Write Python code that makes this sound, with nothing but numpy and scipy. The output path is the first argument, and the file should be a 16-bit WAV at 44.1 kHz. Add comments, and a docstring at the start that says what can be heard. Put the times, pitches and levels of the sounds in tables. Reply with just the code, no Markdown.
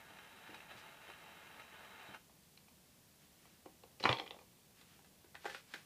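"""A wind-up portable gramophone runs out its record, close to one microphone in a carpeted room.
The steel needle rubs the groove, hissing and crackling through the horn, until the arm is lifted.
The brake bites with a clattering clack: steel chatters, the wooden case rings, the works rattle out.
Then something hard is handled nearby, with a few lighter clicks and brief scrapes.
Behind it all are soft rustles of clothes, quiet room tone and microphone hiss."""
import sys
import numpy as np
from scipy import signal
from scipy.fft import rfft, irfft
from scipy.io import wavfile

SR = 44100
rng = np.random.default_rng(int(sys.argv[2]) if len(sys.argv) > 2 else 0)


def generate_wav(signal):
    """Clip the signal to [-1, 1] and save it as 16-bit WAV at the path in sys.argv[1]."""
    frames = np.transpose(np.atleast_2d(signal))
    scaled = np.clip(frames, -1, 1) * 32767
    pcm = np.round(scaled).astype(np.int16)
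    wavfile.write(sys.argv[1], SR, pcm)


N = 257984
TIME = np.arange(N) / SR


# hiss at the needle tip: t/s, relative level/dB
GROOVE_HISS = [(0.0, -58.5), (0.02, -61.5), (0.24, -59.5), (0.34, -61), (0.52, -56.5), (0.68, -61),
               (0.71, -53.5), (0.78, -61.5), (0.87, -56.5), (0.96, -62), (1.11, -55.5), (1.16, -60),
               (1.22, -58), (1.57, -58.5), (1.6, -57.5), (1.68, -61), (1.8, -58.5), (2.13, -56)]
# specks in the groove, the last just before the arm lifts: t/s, relative level/dB
SPECKS = [(.186, -48), (0.543, -44), (.603, -49), (0.713, -49.5), (1.099, -47.5), (1.597, -45),
          (2.144, -45)]
def needle(grains_per_s, size_spread_db, patchy_db, hiss_db, pop_db, lift_s, lift_fade_s):
    """The tip rubs the groove and hits grains of shellac filler, louder in worn patches; specks pop."""
    sizes = from_db(size_spread_db * np.minimum(rng.exponential(1, N), np.pi)) * rng.choice([-1, 1], N)
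    grains = rms_one(sizes * (rng.random(N) < grains_per_s / SR))
    wear = rms_one(softened(rng.standard_normal(N), cut_hz=120))
    rubbing = rms_one(grains * from_db(patchy_db * np.tanh(wear)) + rng.standard_normal(N))
    in_groove = np.clip((lift_s - TIME) / lift_fade_s, 0, 1)
    level = from_db(np.interp(TIME, *np.transpose(GROOVE_HISS)) + hiss_db) * in_groove
    times, speck_db = np.transpose(SPECKS)
    pops = sum(contact(times, speck_db + pop_db, skid_s=0.0022, rough_db=17.5))
    return level * rubbing + pops


# passband of soundbox and horn: f/Hz, relative level/dB
HORN_PASSBAND = [(100, -32), (250, -7), (450, -4.5), (750, -3.5), (1080, -4), (1350, -3.5), (2300, -4.5),
                 (2900, -9.5), (3400, -11.5), (4000, -12), (4400, -19), (7000, -24.5), (14000, -28)]
# resonances of horn and diaphragm: f/Hz, width/Hz, lift/dB
HORN_RESONANCES = [(693, 40, 5), (865, 95, 5.5), (1205, 30, 4), (1286, 30, 5), (1394, 30, 4), (1499, 30, 4),
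                   (1640, 60, 7.5), (1803, 30, 4), (2118, 40, 5), (2460, 45, 5), (2720, 100, 8),
                   (3085, 45, 11), (3860, 80, 10)]
def horn(x):
    """The diaphragm and the folded horn pass the middle range and add their resonances."""
    x = coloured(x, HORN_PASSBAND)
    for hz, width_hz, lift_db in HORN_RESONANCES:
        x = x + (from_db(lift_db) - 1) * signal.lfilter(*signal.iirpeak(hz, hz / width_hz, fs=SR), x)
    return x


# knocks on the machine, the loudest as the brake bites: t/s, force/dB, hardness/octaves
CASE_KNOCKS = [(.105, -56, .8), (.49, -52, 1.24), (.527, -55.5, 1.5), (.545, -60, 5.6), (.749, -51.5, 0.84),
               (1.088, -52.5, 1.7), (2.085, -50.5, .6), (2.106, -51.5, 0.55), (2.296, -67.5, 3.2),
               (2.573, -65.5, 4.5), (2.682, -66, 3.7), (3.454, -61.5, 2.9), (3.658, -46, 1.7),
               (3.836, -53.5, 2.03), (3.999, -45, 5.4), (4.004, -45, 1.8), (4.030, -40.5, 5.5),
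               (4.0378, -36.5, 3.1), (4.046, -31.5, 1.37), (4.054, -23, 3.4), (4.0915, -28, 2.97),
               (4.094, -29.5, 0.088), (4.101, -35, 3.2), (4.111, -34, 3.4), (4.1265, -36, 2.44),
               (4.184, -47, 4.7), (4.198, -46.5, 2.7), (4.214, -49, 2.05), (4.263, -54, 3.7),
               (4.3059, -52.5, 2.25), (4.3876, -64, 4)]
# damped modes of the wooden case and motor board: f/Hz, relative level/dB, t60/s
CASE_MODES = [(59.7, -11, 0.11), (125, 1.5, 0.12), (205, -12, 0.16), (324, -1, 0.063), (378, -1.5, 0.055),
              (517, 1, 0.037), (675, -2, 0.025), (804, 7, 0.019), (1140, 10, 0.0064), (2010, 3, 0.025),
              (1910, 5, 0.0066), (2400, 9.5, 0.016), (2960, 13, 0.005), (3760, 3, 0.0051),
              (4000, -14, 0.011)]
# colour of the crack where the parts meet: f/Hz, relative level/dB
CASE_CRACK = [(1500, -8), (4000, 1), (5300, -0.5), (7000, -11), (10000, -15.5), (15000, -29)]
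def gramophone_body():
    """Knocks and the rattling works ring the wooden case and the metal in it, each with a crack."""
    knocks = np.vstack([CASE_KNOCKS, works_rattle(count=12, gap_s=0.024, jitter_s=0.00594)])
    wood = struck(knocks, CASE_MODES, skid_s=0.002, rough_db=2.5, gain_db=1)
    metal = metalwork(knocks, driven_at_hz=2000, gain_db=-1)
    return softened(wood + metal, cut_hz=4000) + cracks(knocks, CASE_CRACK, gain_db=-50.5, fade_s=0.017)


# steel ticking when touched, chattering as the brake bites: t/s, level/dB, lean to the upper note/dB
BRAKE_TICKS = [(2.575, -54, 5), (3.836, -53.5, 5.5), (4.028, -38, 2), (4.039, -26.5, 4), (4.0918, -22, -1),
               (4.128, -23.5, -2.5), (4.17, -38, -1), (4.186, -37, 2), (4.198, -30.5, -6),
               (4.2624, -55, -1), (4.277, -51, -11.5), (4.3082, -40, -8)]
# the two notes of the brake's steel parts: f/Hz
BRAKE_NOTES = [3300, 4100]
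def brake_chatter(t60, skid_s, rough_db, gain_db):
    """Steel ticks, damped at once by the pad and the lever."""
    times, db, lean_db = np.transpose(BRAKE_TICKS)
    ticks = 0
    for side, hz in zip((-1, 1), BRAKE_NOTES):
        pushes = sum(contact(times, db + side * lean_db + gain_db, skid_s, rough_db))
        ticks = ticks + ring(pushes, hz, t60)
    return softened(ticks, cut_hz=3760)


# long-ringing modes of turntable and motor: f/Hz, relative level/dB, t60/s
METAL_MODES = [(492, -19, .5), (545, -27, .3), (675, -15, .17), (784, -12, .21), (915, -12, .25),
               (1076, -10, .2), (1179, -14, .22), (1474, -14, .15), (1720, -21, .15), (1980, -15, .2),
               (2307, -14, .18), (2556, -14, .16), (3390, -23, .08)]
def metalwork(blows, driven_at_hz, gain_db):
    """Hard, bright blows get through best to the turntable and motor and set them ringing."""
    pushes = impulses(blows[:, 0], from_db(force_db(blows, driven_at_hz) + gain_db))
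    return sum((-1) ** k * from_db(db) * ring(pushes, hz, t60)
               for k, (hz, db, t60) in enumerate(METAL_MODES))


def works_rattle(count, gap_s, jitter_s, from_s=4.145, loss_db_per_s=23, spread_db=2.5, hardness=2.08):
    """The braked works rattle on in uneven, fading knocks: rows of t/s, force/dB, hardness/octaves."""
    early_late, weak_strong = rng.uniform(-1.064, 1, (count, 2)).T
    after_s = gap_s * np.arange(count) + jitter_s * early_late
    db = -51 - loss_db_per_s * after_s + spread_db * weak_strong
    return np.column_stack([from_s + after_s, db, np.full(count, hardness)])


# clicks of the small hard thing nearby: t/s, force/dB, hardness/octaves
THING_CLICKS = [(4.812, -72.5, 5.75), (4.99, -60, 1.7), (5.045, -66.5, 3.1), (5.2445, -59, 1.7),
                (5.345, -58, 2.7), (5.352, -53, 3.8), (5.444, -50.5, 2.5), (5.4543, -34.5, 1.96),
                (5.4605, -42.5, 3.2), (5.497, -46.5, 4), (5.5465, -44, 3.69), (5.7378, -42.5, 4.27),
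                (5.743, -53, 1.46)]
# its modes: f/Hz, relative level/dB, t60/s
THING_MODES = [(373, 6, 0.035), (434, -4, 0.02), (594, -5, 0.033), (830, 7.5, 0.017), (865, 11, 0.0084),
               (1170, 2.5, 0.014), (1465, 9, 0.016), (1780, 11, 0.0074), (2040, -5.5, 0.14),
               (2300, 6.5, 0.0062), (3220, 2, .007), (4350, -6, 0.008)]
# colour of the snap at its surface: f/Hz, relative level/dB
THING_SNAP = [(1000, -2), (3500, -0.5), (6000, -10.5), (9000, -17), (15000, -23)]
def handled_thing(echo_s, echo_db):
    """A small hard thing clicks, with little bass; a surface close by throws the sound back."""
    body = struck(THING_CLICKS, THING_MODES, skid_s=0.0018, rough_db=3.5, gain_db=0.5)
    snap = cracks(THING_CLICKS, THING_SNAP, gain_db=-36, fade_s=0.0068)
    direct = without_bass(body + snap, cut_hz=290)
    return direct + from_db(echo_db) * np.interp(TIME - echo_s, TIME, direct, left=0)


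# clothes rustling, then (last three rows) the handled thing scraping: t/s, half length/s, level/dB
RUB_SWELLS = [(0.789, 0.029, -60), (3.235, 0.034, -72), (3.473, 0.16, -73), (4.799, 0.036, -68),
              (4.932, 0.071, -69.5), (5.468, 0.058, -61), (5.545, 0.063, -57.5), (5.756, 0.069, -60.5)]
# colour of the rubbing: f/Hz, relative level/dB
RUB_COLOUR = [(300, -11.5), (1200, 5), (2700, 6), (4500, 1.5), (8000, -7), (15000, -20)]
def rustles_and_scrapes():
    """Swells of friction noise: soft rustles of clothes, then brief scrapes of the thing as it clicks."""
    swell = sum(from_db(db) * np.exp(-((TIME - s) / half_s) ** 2) for s, half_s, db in RUB_SWELLS)
    return swell * coloured(rng.standard_normal(N), RUB_COLOUR)


# short decay of the carpeted room: f/Hz, t60/s
ROOM_DECAY = [(120, 0.065), (500, 0.25), (1200, 0.15), (3000, 0.23), (9000, 0.15)]
def in_room(x, wet_db, build_s):
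    """Dense reflections build up at the microphone over a few ms and die away band by band."""
    t, tail = TIME[:SR // 2], 0
    edges = np.geomspace(60, 16000, 15)
    for low, high in zip(edges, edges[1:]):
        bandpass = signal.butter(2, [low, high], "band", fs=SR, output="sos")
        band = signal.sosfilt(bandpass, rng.standard_normal(len(t)))
        band = band * 1000 ** (-t / at_hz(ROOM_DECAY, np.sqrt(low * high)))
        band = band * (1 - np.exp(-(t / build_s) ** 2))
        tail = tail + band * np.sqrt((high - low) / (SR / 2) / np.sum(band ** 2))
    return x + from_db(wet_db) * signal.fftconvolve(x, tail)[:N]


# room tone and microphone hiss: f/Hz, relative level/dB
ROOM_TONE = [(25, -17.5), (55, -8), (85, -0.5), (108, -5), (150, -0.5), (185, 0.5), (240, -4.5), (380, -10),
             (700, -12), (1300, -18), (3100, -16.5), (8000, -18.5), (15000, -19.5)]
def room_tone(level_db):
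    """The quiet room murmurs steadily under the microphone's own hiss."""
    return from_db(level_db) * coloured(rng.standard_normal(N), ROOM_TONE)


def struck(blows, modes, skid_s, rough_db, gain_db):
    """Each blow rings every mode; its skid gives every blow a colour of its own."""
    blows, out = np.array(blows), 0
    for k, (hz, level_db, t60) in enumerate(modes):
        push, skid = contact(blows[:, 0], force_db(blows, hz) + level_db + gain_db, skid_s, rough_db)
        quick = min(hz * skid_s / 2, 1)   # slow modes feel the whole flurry as one push
        mode = ring(push + quick * skid, hz, t60) / np.hypot(1, quick * from_db(rough_db))
        out = out + (-1) ** k * mode
    return out


def force_db(blows, hz, thud_hz=125):
    """A blow drives one register most, its hardness in octaves above a dull thud."""
    _, db, hardness = np.transpose(blows)
    octaves = np.log2(hz / thud_hz) - hardness
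    return db - 8 * np.maximum(octaves, 0) + 10 * np.minimum(octaves, 0)   # slopes in dB per octave


def contact(times, levels_db, skid_s, rough_db):
    """A contact pushes once, then skids for a few ms in a flurry of tiny impacts: (push, skid)."""
    pushes = impulses(times, from_db(levels_db))
    r = np.exp(-1 / (skid_s * SR))
    flurry = signal.lfilter([1], [1, -2 * r, r * r], pushes + 1e-18) * 2 / (skid_s * SR) ** (3 / 2)
    return pushes, from_db(rough_db) * flurry * rng.standard_normal(N)


def cracks(blows, colour, gain_db, fade_s):
    """The surfaces grate briefly where they meet, most in strong, hard blows."""
    times, db, hardness = np.transpose(blows)
    heights = from_db(0.65 * db + 4.5 * hardness + gain_db)
    grating = signal.lfilter([1], [1, -np.exp(-1 / (fade_s * SR))], impulses(times, heights) + 1e-18)
    return coloured(grating * rng.standard_normal(N), colour)


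def ring(pushes, hz, t60):
    """A unit push sets a sine of height 1 ringing."""
    r, w = 1000 ** (-1 / (t60 * SR)), 2 * np.pi * hz / SR
    return signal.lfilter([0, np.sin(w)], [1, -2 * r * np.cos(w), r * r], pushes + 1e-18)


def impulses(times, heights):
    """One single-sample push at each time."""
    out = np.zeros(N)
    out[np.round(np.asarray(times) * SR).astype(int)] = heights
    return out


def softened(x, cut_hz):
    """Low-pass: a contact lasts too long to shake the highest frequencies."""
    return signal.sosfilt(signal.butter(2, cut_hz, fs=SR, output="sos"), x)


def without_bass(x, cut_hz):
    """High-pass: small things radiate hardly any deep bass."""
    return signal.sosfilt(signal.butter(2, cut_hz, "high", fs=SR, output="sos"), x)


def coloured(x, spectrum):
    """Gives x a smooth spectrum; white input keeps its power."""
    gain = from_db(at_hz(spectrum, np.linspace(0, SR / 2, N + 1)))
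    return irfft(rfft(x, 2 * N) * rms_one(gain))[:N]


def at_hz(points, hz):
    """Reads rows of f/Hz, value on a log-frequency axis."""
    known_hz, values = np.transpose(points)
    return np.interp(np.log(np.maximum(hz, 1)), np.log(known_hz), values)


def from_db(db):
    return 10 ** (np.asarray(db) / 20)


def rms_one(x):
    return x / np.sqrt(np.mean(x ** 2) + 1e-20)


def scene():
    """Gramophone and small hard thing, close to one microphone in the same quiet room."""
    groove = needle(grains_per_s=1200, size_spread_db=3.0, patchy_db=3.3, hiss_db=-3.5, pop_db=-1.5,
                    lift_s=2.168, lift_fade_s=0.0017)
    hiss = in_room(horn(groove), wet_db=-7.0, build_s=0.0014)
    body = gramophone_body()
    brake = brake_chatter(t60=0.006, skid_s=0.00084, rough_db=2.5, gain_db=-2)
    thing = handled_thing(echo_s=0.011, echo_db=-22)
    handling = in_room(body, wet_db=-6.0, build_s=0.0064)
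    handling += in_room(thing, wet_db=-5.0, build_s=0.0042)
    handling += in_room(brake, wet_db=-8.0, build_s=0.0023)   # short, dry ticks with little room ring
    handling = without_bass(handling, cut_hz=123)
    return (hiss + handling + rustles_and_scrapes() + room_tone(level_db=-65.5))[None]


def record(dry):
    """The top is cut steeply above 15250 Hz."""
    return signal.sosfilt(signal.ellip(12, .1, 70, 15250, fs=SR, output="sos"), dry)


dry = scene()
out = record(dry)
generate_wav(out)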